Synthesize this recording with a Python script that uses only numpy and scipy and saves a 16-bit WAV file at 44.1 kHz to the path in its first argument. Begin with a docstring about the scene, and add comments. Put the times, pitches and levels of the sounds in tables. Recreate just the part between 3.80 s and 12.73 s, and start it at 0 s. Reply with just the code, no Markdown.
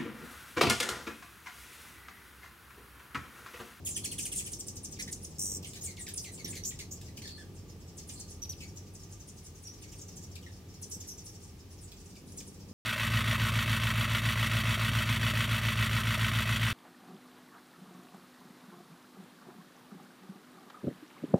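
"""Outdoors by a house wall, close to feeders crowded with hummingbirds, on a stereo microphone.
Their wings merge into a low hum over the hush of open air, and now and then one flies close by.
They chip, scold and buzz at each other with fast pitch sweeps of the syrinx, rasping with air;
others twitter at the far feeders. Wall, eaves and feeders scatter every call into short echoes."""
import sys
import numpy as np
from scipy import signal
from scipy.fft import rfft, irfft, next_fast_len
from scipy.io import wavfile
from scipy.ndimage import map_coordinates

SR = 44100
rng = np.random.default_rng(int(sys.argv[2]) if len(sys.argv) > 2 else 0)


def store_pcm(level_fs):
    """Save levels as 16-bit WAV."""
    pcm = np.round(np.clip(level_fs, -1, 1) * 32767).astype(np.int16)
    wavfile.write(sys.argv[1], SR, np.atleast_2d(pcm).T)


N = 393813
CALL_T = np.arange(SR // 4) / SR  # time within one call [s]


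def amp(db):
    """Decibels to gain."""
    return 10 ** (np.asarray(db) / 20)


def unit(x):
    """x at rms 1."""
    return x / np.sqrt(np.mean(x ** 2) + 1e-20)


def along(points, hz):
    """Read (frequency, value) points at hz, on a log axis."""
    freqs, values = np.transpose(points)
    return np.interp(np.log(hz + 1), np.log(freqs + 1), values)


def wobble(rate, size=len(CALL_T), step=16):
    """A smooth random curve, rate knots a second."""
    knots = rng.standard_normal(int(max(size, len(CALL_T)) * rate / SR) + 4)
    coarse = np.arange(0, size + step, step)
    return np.interp(np.arange(size), coarse, map_coordinates(knots, [coarse * rate / SR]))


def filtered(x, response):
    """x through a gain that depends on frequency."""
    size = next_fast_len(N + SR // 4)
    return irfft(rfft(x, size) * response(np.fft.rfftfreq(size, 1 / SR)), size)[..., :N]


def spread(pair, spectrum):
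    """Two signals, as mid and side, become a coloured stereo field of rms 1, near mono in the bass."""
    # how alike left and right are: (frequency [Hz], correlation)
    likeness = [(100, 0.95), (300, 0.92), (700, 0.62), (2000, 0.18), (8000, 0.24)]
    turn = lambda hz: np.arccos(np.clip(along(likeness, hz), -1, 1)) / 2
    mid, side = filtered(pair, lambda hz: amp(along(spectrum, hz)) * [np.cos(turn(hz)), np.sin(turn(hz))])
    return unit(np.array([mid + side, mid - side]))


def add(out, s, sound):
    """Mix a stereo sound in at time s."""
    span = out[:, max(round(s * SR), 0):][:, :sound.shape[1]]
    span += sound[:, :span.shape[1]]


def air(level_db=-61):
    """The steady hush of open air around the microphone."""
    # spectrum of the hush: (frequency [Hz], level [dB])
    spectrum = [(240, -80), (400, -3.5), (605, -22.5), (798, -14), (1070, -19.5), (1210, -15.5),
                (1370, -20), (2720, -18), (3820, -20.5), (5600, -19), (10500, -27), (15700, -26)]
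    return amp(level_db + 0.13 * wobble(1.11, N)) * spread(rng.standard_normal((2, N)), spectrum)


def hovering(beat_hz, drift=.05, approach_db=1.0, harmonics=22):
    """One bird's wings: a wandering beat with many harmonics, swelling as it comes closer."""
    turns = np.cumsum(beat_hz * (1 + drift * wobble(3, N))) / SR
    k = np.arange(1, harmonics + 1)
    # down- and upstroke push almost alike, so even harmonics lead
    weights = np.where(k % 2, .6, 1) * np.exp(2j * np.pi * rng.random(harmonics))
    cycle = unit(irfft(np.append(0, weights), 2048))
    return cycle[(turns * len(cycle)).astype(int) % len(cycle)] * amp(approach_db * wobble(2.46, N))


def wings(gain_db=0.5, near_db=-55, whoosh_db=-8, stroke_hz=93, count=12):
    """The swarm's wingbeats blur into a low hum with some rushing air."""
    # loudness of the swarm: (time [s], level [dB])
    loudness = [(0.0, -49), (4.83, -50), (5.87, -54), (6.04, -50.5), (7.96, -53), (8.85, -53.5)]
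    # colour of the hum: (frequency [Hz], gain [dB])
    colour = [(15, -36), (25, -24.5), (54, 0.5), (91, -3), (124, -2), (195, -6.5), (239, -10.5),
              (364, -11.5), (613, -24.5), (790, -26.5), (1070, -31), (1200, -16.5), (1400, -66),
              (1820, -67), (3080, -120)]
    level_db = np.interp(np.arange(N) / SR, *np.transpose(loudness))
    birds = np.array([hovering(hz) for hz in np.linspace(39, 51, count)])
    beats = np.array([birds.sum(0), (-1) ** np.arange(count) @ birds])  # mid and side
    whoosh = unit(filtered(rng.standard_normal((2, N)), lambda hz: hz < 1400))
    swarm = amp(level_db + gain_db) * spread(unit(beats) + amp(whoosh_db) * whoosh, colour)
    # the birds nearest the microphone stroke at slightly different rates and beat against each other
    rates = [stroke_hz * share * (1 + .05 * wobble(5, N)) for share in (.88, .98, 1.02, 1.07)]
    near = sum(np.sin(2 * np.pi * np.cumsum(hz) / SR) * amp(0.79 * wobble(3.3, N)) for hz in rates)
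    return swarm + amp(near_db) * unit(near)


def syrinx(pitch, level_db, length, voice, rough, attack=0.0031, flutter_db=2, rasp_db=-21, hiss_db=6.5):
    """One call: harmonics on a trembling pitch with a dry rasp of air, opened and closed softly."""
    live = CALL_T < length + attack
    t = CALL_T[live]
    pitch = (pitch * (1 + rough * wobble(900)))[live]
    level_db = level_db[live] + flutter_db * wobble(300, len(t))
    phase = 2 * np.pi * np.cumsum(pitch) / SR
    tone = sum(amp(db) * np.sin(k * phase) * (k * pitch < SR / 2) for k, db in voice)
    # turbulence rides on the vibration and spreads it into a wide band
    rasp = wobble(6000, len(t), step=1) * np.sin(phase)
    hiss = np.diff(rng.standard_normal(len(CALL_T) + 1))[live]
    breath = unit(rasp) + amp(hiss_db) * unit(hiss)
    rasp_db = np.broadcast_to(rasp_db, CALL_T.shape)[live]
    gate = np.clip(t / attack, 0, 1) * np.clip((length + attack - t) / attack, 0, 1)
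    return (unit(tone) + amp(rasp_db) * breath) * gate * amp(level_db)


def yard(call, db, direct_db=0, walls_db=0, tail_db=-3, wall_s=.008, lag_s=.00007, side_db=2, count=48):
    """A call reaches the microphone directly, off the wall and feeders, and as a short diffuse tail."""
    # decay of the tail: (frequency [Hz], time to fall 60 dB [s])
    decay = [(2000, 0.21), (4000, 0.28), (7000, 0.23), (10000, 0.26), (15000, 0.2)]
    size, sides = len(CALL_T), np.array([1, -1])
    # direct path and early bounces: each has its own delay, strength and direction
    delay = np.append(0, .001 + wall_s * rng.exponential(size=count))
    strength = np.append(amp(direct_db), amp(walls_db) * rng.choice([-1, 1], count) / np.sqrt(count))
    skew, lean = rng.standard_normal((2, count + 1, 1))
    arrival = np.clip((delay[:, None] + lag_s * (2 + skew * sides)) * SR, 0, size - 1).astype(int)
    early = np.zeros((2, size))
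    np.add.at(early, (np.arange(2), arrival), strength[:, None] * amp(side_db * lean * sides / 2))
    hz, s, noise = signal.stft(rng.standard_normal((2, size)), SR, nperseg=128)
    tail = signal.istft(noise * amp(-60 * s / along(decay, hz)[:, None]), SR, nperseg=128)[1][:, :size]
    tail *= np.clip(CALL_T / 0.0092, 0, 1)
    wet_db = tail_db - .25 * (db + 45)  # faint birds are farther off, so more of their sound is scattered
    paths = early + amp(wet_db) * unit(tail) / np.sqrt(size)
    return amp(db) * signal.fftconvolve(call[None], paths, axes=1)


def chip(hold, plunge, top_hz, end_hz, whistle_db=-5, sag=0.0378, shake_hz=746, swell_db=6, close_db=6):
    """A held whistle swells and sags, then breaks into a rasp as the pitch shakes and drops."""
    # the whistle and its octave: (harmonic, level [dB])
    voice = [(1, 0), (2, -20)]
    held = np.clip(CALL_T / hold, 0, 1)
    fall = np.clip((CALL_T - hold) / plunge, 0, 1)
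    broken = np.clip(4 * fall, 0, 1)
    shake = 0.356 * broken * np.sin(2 * np.pi * shake_hz * CALL_T + wobble(403.6))
    pitch = top_hz * (1 + sag * (.5 - held)) * (end_hz / top_hz) ** np.clip(fall ** .5 + shake, 0, 1)
    level_db = whistle_db * (1 - broken) - swell_db * (1 - held) ** 2 - close_db * fall ** 4
    # high whistles are strained and break harshly; low ones keep a steadier pitch
    strain = np.clip((top_hz - 5500) / 3000, .25, 1)
    rough = strain * (.018 + .05 * broken)
    return syrinx(pitch, level_db, hold + plunge, voice, rough, rasp_db=-8.5 - 2 * strain * broken)


def far_twitter(level_db=-62.5, scatter_db=3, count=105):
    """Birds at the far feeders chip at random, on a high note or a low one, more echo than direct."""
    out = np.zeros((2, N))
    for k, (when, register, hold, loud) in enumerate(rng.random((count, 4))):
        top_hz = (9300 if register > .6 else 7400) * (.92 + .16 * hold)
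        call = chip(.006 + .01 * hold, .018, top_hz, end_hz=5000)
        db = level_db + scatter_db * (2 * loud - 1)
        add(out, (k + when) / count * N / SR, yard(call, db, direct_db=-6, tail_db=-1))
    return out


def warble(length, centre_hz, db, swing_hz, rate_hz, fade_db, octave_db, rasp_db=-18):
    """A call in the yard whose pitch flips between two registers, loudest at the turns, most at the low."""
    progress = np.clip(CALL_T / length, 0, 1)
    phase = 2 * np.pi * np.cumsum(rate_hz * (1 + 0.064 * wobble(42.7))) / SR
    pitch = centre_hz + swing_hz * np.cos(phase)
    level_db = fade_db * progress + 3 * np.cos(2 * phase) - 1.5 * np.cos(phase)
    call = syrinx(pitch, level_db, length, [(1, 0), (2, octave_db)], rough=.02, attack=.006)
    return yard(call, db, direct_db=-3, walls_db=-2, tail_db=-6)


def buzzes(gain_db=2.5):
    """Short chase calls: a wide warble, too fast to follow."""
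    # (time [s], length [s], low pitch [Hz], high pitch [Hz], warble rate [Hz], unused, level [dB])
    calls = [(0.048, 0.033, 6830, 11340, 270, 0, -39.5), (2.379, 0.02, 4990, 6420, 330, -12, -45.5),
             (7.107, .046, 5580, 8260, 210, -4, -46.5), (7.276, 0.046, 5570, 6470, 210, -9, -49),
             (7.458, 0.036, 5420, 6460, 210, -10, -53.5)]
    out = np.zeros((2, N))
    for s, length, low_hz, high_hz, rate_hz, _, db in calls:
        centre_hz, swing_hz = (high_hz + low_hz) / 2, (high_hz - low_hz) / 2
        add(out, s, warble(length, centre_hz, db, swing_hz, rate_hz, fade_db=-2, octave_db=-5))
    return amp(gain_db) * out


def scolds(start_hz=3750, end_hz=1900, length=.026, arch_db=10, gain_db=3):
    """A scolding bird's fast, even run of downward slurs, each loudest near its middle."""
    # the slurs: (time [s], level [dB])
    calls = [(0.058, -40), (0.158, -39.5), (0.239, -39.5), (0.31, -43), (0.379, -39), (0.447, -39.5),
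             (0.515, -41), (0.584, -41), (0.657, -44.5)]
    # their timbre, strongest on the third: (harmonic, level [dB])
    voice = [(1, -1), (2, -3), (3, 7), (4, -3), (5, 0.5), (6, -6)]
    out = np.zeros((2, N))
    progress = np.clip(CALL_T / length, 0, 1)
    pitch = start_hz + (end_hz - start_hz) * progress
    level_db = -arch_db * (2 * progress - .85) ** 2
    for s, db in calls:
        call = syrinx(pitch, level_db, length, voice, rough=0.011, rasp_db=-16.5)
        add(out, s, yard(call, db, walls_db=-3, tail_db=-2.5))
    return amp(gain_db) * out


def seeps(gain_db=1):
    """Thin high whistles, all of one shape, that sink only slowly."""
    # the whistles: (time [s], level [dB])
    calls = [(.082, -44.5), (0.55, -39.5), (1.857, -54.5), (2.029, -43.5), (2.19, -49), (2.411, -54),
             (2.517, -53), (2.676, -48), (4.309, -56.5), (8.007, -59.5)]
    out = np.zeros((2, N))
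    for s, db in calls:
        add(out, s, yard(chip(hold=0.018, plunge=0.025, top_hz=9200, end_hz=7160, whistle_db=-1), db))
    return amp(gain_db) * out


def chips(length_s=.028, high_hz=9470, shortest_hold_s=0.0059, gain_db=0.5):
    """Contact notes at the near feeders, often in runs of a strong high note and a weak low one in turn."""
    # the notes: (time of the break [s], whistle pitch [Hz], plunge [s], level [dB])
    calls = [(.143, 7060, 0.024, -49), (.245, 9600, .02, -44), (0.397, 9800, 0.021, -45),
             (.428, 8700, 0.012, -40), (0.563, 9100, 0.016, -48), (.649, 8000, 0.0092, -49.5),
             (0.731, 9300, 0.01, -41.5), (0.799, 8480, 0.012, -44), (.881, 9260, 0.011, -44),
             (.963, 8370, 0.014, -48.5), (1.044, 9400, 0.014, -44), (1.122, 8400, 0.013, -49.5),
             (1.219, 9070, 0.012, -44), (1.326, 9260, 0.011, -43), (1.444, 9650, 0.0085, -44),
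             (2.374, 9690, 0.011, -40.5), (4.176, 9570, 0.019, -51.5), (4.288, 9740, .012, -49),
             (4.397, 9700, 0.019, -49), (4.506, 9970, 0.017, -52), (4.971, 7290, 0.008, -51),
             (5.147, 9460, .014, -56), (5.233, 7200, 0.01, -57), (5.316, 9770, 0.026, -57),
             (5.401, 7140, 0.013, -58), (5.483, 9600, 0.014, -55), (5.574, 6960, 0.018, -62.5),
             (5.661, 9540, 0.013, -54.5), (5.755, 6700, 0.0093, -61), (5.836, 9220, 0.0086, -55),
             (5.937, 7060, .012, -59), (6.022, 9240, 0.016, -54.5), (6.12, 7320, 0.015, -55.5),
             (6.189, 8830, 0.012, -55), (6.213, 7650, .011, -52), (6.282, 7080, 0.012, -57.5),
             (6.364, 9240, 0.02, -52), (6.438, 7100, 0.0081, -54), (7.023, 10540, 0.021, -46.5),
             (7.113, 10400, 0.013, -48), (7.206, 7250, 0.012, -47), (7.284, 9460, .01, -47.5),
             (7.378, 7550, .018, -52.5), (7.459, 9600, 0.0095, -53), (7.551, 7540, 0.01, -58),
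             (7.628, 9450, 0.024, -60.5), (7.924, 9900, 0.0089, -60), (8.256, 9800, 0.013, -58.5),
             (8.519, 10400, 0.0062, -58), (8.574, 9700, 0.02, -47.5), (8.675, 10900, .012, -55)]
    out = np.zeros((2, N))
    for break_s, top_hz, plunge, db in calls:
        # higher notes last longer, and the whistle takes what the plunge leaves
        hold = max(length_s * (top_hz / high_hz) - plunge, shortest_hold_s)
        call = chip(hold, plunge, top_hz, end_hz=5664)
        add(out, break_s - hold, yard(call, db, direct_db=-0.5, walls_db=-0.5, wall_s=.005))
    return amp(gain_db) * out


def trills(gain_db=2.5):
    """Thin shivering notes: a narrow, slower warble."""
    # the notes: (time [s], length [s], pitch [Hz], level [dB])
    calls = [(0.228, 0.1, 4410, -56.5), (3.419, 0.15, 4446, -58.5), (4.354, 0.083, 4430, -60.5),
             (5.847, 0.061, 5830, -57.5)]
    out = np.zeros((2, N))
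    for s, length, hz, db in calls:
        add(out, s, warble(length, hz, db, swing_hz=180, rate_hz=64, fade_db=-1.5, octave_db=-22))
    return amp(gain_db) * out


def fly_bys(beat_hz=48.22, doppler=.03):
    """A bird passing close to the microphone swells and fades, its wingbeat dropping as it goes."""
    # the passes: (time when closest [s], half length [s], level [dB])
    passes = [(0.253, 0.18, -56), (1.259, 0.13, -52), (1.752, 0.11, -51), (2.679, .11, -53.5),
              (3.377, 0.1, -52.5), (6.344, 0.11, -66), (7.151, 0.082, -55.5), (8.554, 0.2, -54.5),
              (8.9, 0.068, -55.5)]
    # colour of wings up close: (frequency [Hz], gain [dB])
    colour = [(30, -50), (80, -9), (170, 3.5), (330, -5), (480, -8), (700, -26), (1400, -21), (2500, -70)]
    t, direct = np.arange(N) / SR, np.zeros(N)
    for s, half, db in passes:
        position = (t - s) / half
        strokes = hovering(beat_hz * (1 - doppler * np.tanh(position)), drift=.02, approach_db=2)
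        direct += amp(db) * strokes / (1 + position ** 2)
    direct *= 1 + wobble(300, N)  # each stroke pushes a puff of air
    off_wall = np.roll(direct, SR // 50)
    return np.std(direct) * spread(np.array([direct, off_wall]), colour)


def tews(settle_s=.0036, droop=0.155, fade_db=-2, onset_db=9, rasp_db=-10):
    """From a tense, accented start the pitch relaxes quickly towards a low whistle, which droops on."""
    # (time [s], length [s], low note [Hz], start pitch over low note [ratio], overtones [dB], level [dB])
    calls = [(1.162, 0.014, 2300, 2.8, -5, -65), (1.824, 0.014, 2490, 4.9, -1, -55.5),
             (1.842, 0.02, 2160, 2.6, -5, -56.5), (1.93, 0.022, 2400, 3.3, 4, -59),
             (1.953, .025, 2030, 2.4, 5, -57), (2.068, 0.043, 2090, 1.05, -3, -56.5),
             (2.165, 0.048, 1960, 4.6, -7, -59), (2.264, .018, 1710, 1.75, -2, -53),
             (2.284, 0.014, 2264, 3.3, 5, -51.5), (2.441, 0.051, 2075, 2.7, -4.5, -56),
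             (2.574, 0.049, 2085, 3.5, -4, -58), (2.65, 0.031, 1736, 3.4, -2, -55.5),
             (2.751, 0.034, 2052, 2.54, 2, -53), (2.904, 0.018, 2070, 3, -7, -56.5),
             (2.988, 0.028, 2097, 3.1, -1, -50), (3.21, .014, 2490, 3.2, 3, -63),
             (3.275, 0.019, 1920, 1.6, -3, -64), (3.369, 0.013, 2213, 4, 0, -52.5),
             (3.417, 0.013, 1695, 2.3, 2, -59.5), (3.437, 0.023, 1804, 1.4, -6, -59.5),
             (3.473, 0.0056, 2620, 3.4, -5, -47.5), (3.486, 0.011, 2425, 3.1, -2, -57),
             (3.578, 0.049, 1674, 0.89, -11.5, -61.5), (4.182, 0.021, 2250, 4, 4, -61.5),
             (4.292, 0.012, 2437, 2.7, 2, -56), (4.803, 0.041, 2260, 1.73, -3.5, -57),
             (6.019, 0.028, 2224, 2.6, -7, -64), (6.553, 0.013, 2350, 3.1, -4, -54.5),
             (6.625, 0.013, 2910, 1.14, -12, -66), (6.662, 0.023, 1790, 1.13, -10.5, -61.5),
             (7.235, 0.015, 1890, 1.6, -1, -66), (8.116, 0.0092, 2346, 3.15, -2, -56),
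             (8.353, 0.017, 2285, 3.1, -4, -61.5), (8.6, 0.012, 2286, 3.1, 1, -54.5)]
    # their timbre: (harmonic, level [dB])
    timbre = [(1, -3.5), (2, -2.5), (3, -2.5), (4, -9), (5, -3)]
    # tews are duller than other calls: (frequency [Hz], gain [dB])
    muffle = [(7000, 5.5), (10000, -1), (15000, 4)]
    out = np.zeros((2, N))
    tension = np.exp(-CALL_T / settle_s)
    for s, length, end_hz, leap, overtones_db, db in calls:
        progress = np.clip(CALL_T / length, 0, 1)
        pitch = end_hz * (1 + droop * (.7 - progress) + (leap - 1) * tension)
        voice = [(k, level + overtones_db * (k > 1)) for k, level in timbre]
        call = syrinx(pitch, fade_db * progress + onset_db * tension, length, voice,
                      rough=.05, attack=.004, flutter_db=3, rasp_db=rasp_db + overtones_db)
        add(out, s, yard(call, db, direct_db=.5, walls_db=-1.5, tail_db=-6, wall_s=.014))
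    return filtered(out, lambda hz: amp(along(muffle, hz)))


def churrs(length=0.028, fade_db=-2):
    """Short hoarse barks: the harmonics of a low, rough note blur into one wide band."""
    # the barks: (time [s], pitch [Hz], level [dB])
    calls = [(1.187, 1978, -45), (1.272, 1850, -51), (2.721, 2250, -55.5), (6.117, 2710, -65.5)]
    # their timbre: (harmonic, level [dB])
    voice = [(1, 10), (2, 3.5), (3, 6.5), (4, -1), (5, -8)]
    out = np.zeros((2, N))
    for s, hz, db in calls:
        call = syrinx(hz, fade_db * CALL_T / length, length, voice, rough=0.144, attack=0.0098, rasp_db=-10)
        add(out, s, yard(call, db, direct_db=6, walls_db=-5, tail_db=-8.5))
    return out


def rattle(rate_hz=97, octave_db=-5, return_db=-12, gain_db=2.5):
    """A chasing bird sweeps down again and again, much quieter on each way back up."""
    # course of the run: (time [s], top pitch [Hz], foot pitch [Hz], level [dB])
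    course = [(1.582, 9270, 5330, -46), (1.601, 9110, 5480, -35.5), (1.655, 9180, 5760, -38.5),
              (1.69, 8780, 5650, -40.5), (1.735, 8440, 5550, -42.5), (1.777, 8400, 5400, -41)]
    out = np.zeros((2, N))
    s, *columns = np.transpose(course)
    top_hz, foot_hz, run_db = [np.interp(s[0] + CALL_T, s, column) for column in columns]
    phase = 2 * np.pi * rate_hz * CALL_T
    pitch = foot_hz + (top_hz - foot_hz) * (1 + np.cos(phase)) / 2
    rising = np.clip(-np.sin(phase), 0, 1)
    level_db = run_db - run_db.max() + return_db * rising
    call = syrinx(pitch, level_db, s[-1] - s[0], [(1, 0), (2, octave_db)], rough=0.012)
    add(out, s[0], yard(call, run_db.max(), walls_db=-3.5, tail_db=-11, wall_s=.005))
    return amp(gain_db) * out


def screeches(start_hz=6500, rise_hz_per_s=24000, gain_db=2.5):
    """Rising chase notes, made hoarse by a very fast warble."""
    # the notes: (time [s], length [s], level [dB])
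    calls = [(2.007, 0.024, -47), (2.846, 0.048, -39), (3.107, 0.03, -48)]
    out = np.zeros((2, N))
    pitch = start_hz + rise_hz_per_s * CALL_T
    for s, length, db in calls:
        add(out, s, warble(length, pitch, db, swing_hz=644, rate_hz=620, fade_db=-1, octave_db=-5.5))
    return amp(gain_db) * out


def peeps(end_hz=2440, octave_db=-8, fade_db=-19, gain_db=1):
    """Clean whistles with a clear octave, held on one pitch and then falling ever faster."""
    # the whistles: (time [s], hold [s], pitch [Hz], drop [s], level [dB])
    calls = [(2.336, 0.0032, 10000, 0.0082, -37), (2.644, 0.007, 5830, 0.0084, -42),
             (2.835, 0.0028, 5850, 0.011, -41.5), (4.618, 0.021, 5920, .017, -45),
             (4.691, .016, 5970, 0.032, -43.5), (5.871, 0.0021, 5850, 0.011, -44.5)]
    out, voice = np.zeros((2, N)), [(1, 0), (2, octave_db)]
    for s, hold, hz, drop, db in calls:
        fall = np.clip((CALL_T - hold) / drop, 0, 1)
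        pitch = hz + (end_hz - hz) * fall ** 2
        call = syrinx(pitch, fade_db * fall, hold + drop, voice, rough=0.014, rasp_db=-15)
        add(out, s, yard(call, db, direct_db=1.5, walls_db=-3, tail_db=-8))
    return amp(gain_db) * out


def scene():
    """Calls near and far, coloured by throat and beak, over wings and open air."""
    # how well throat and beak radiate: (frequency [Hz], gain [dB])
    beak = [(1200, -19), (1700, -2), (3200, 1), (4200, -0.5), (5500, 1.5), (9300, 1.5), (10800, -2),
            (15000, -6)]
    calls = rattle() + chips() + seeps() + peeps() + scolds() + tews() + churrs()
    calls += buzzes() + screeches() + trills() + far_twitter()
    return filtered(calls, lambda hz: amp(along(beak, hz))) + wings() + fly_bys() + air()


def record(dry, top_hz=15811):
    """The recorder keeps nothing above its band limit."""
    return filtered(dry, lambda hz: hz < top_hz)


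dry = scene()
out = record(dry)
store_pcm(out)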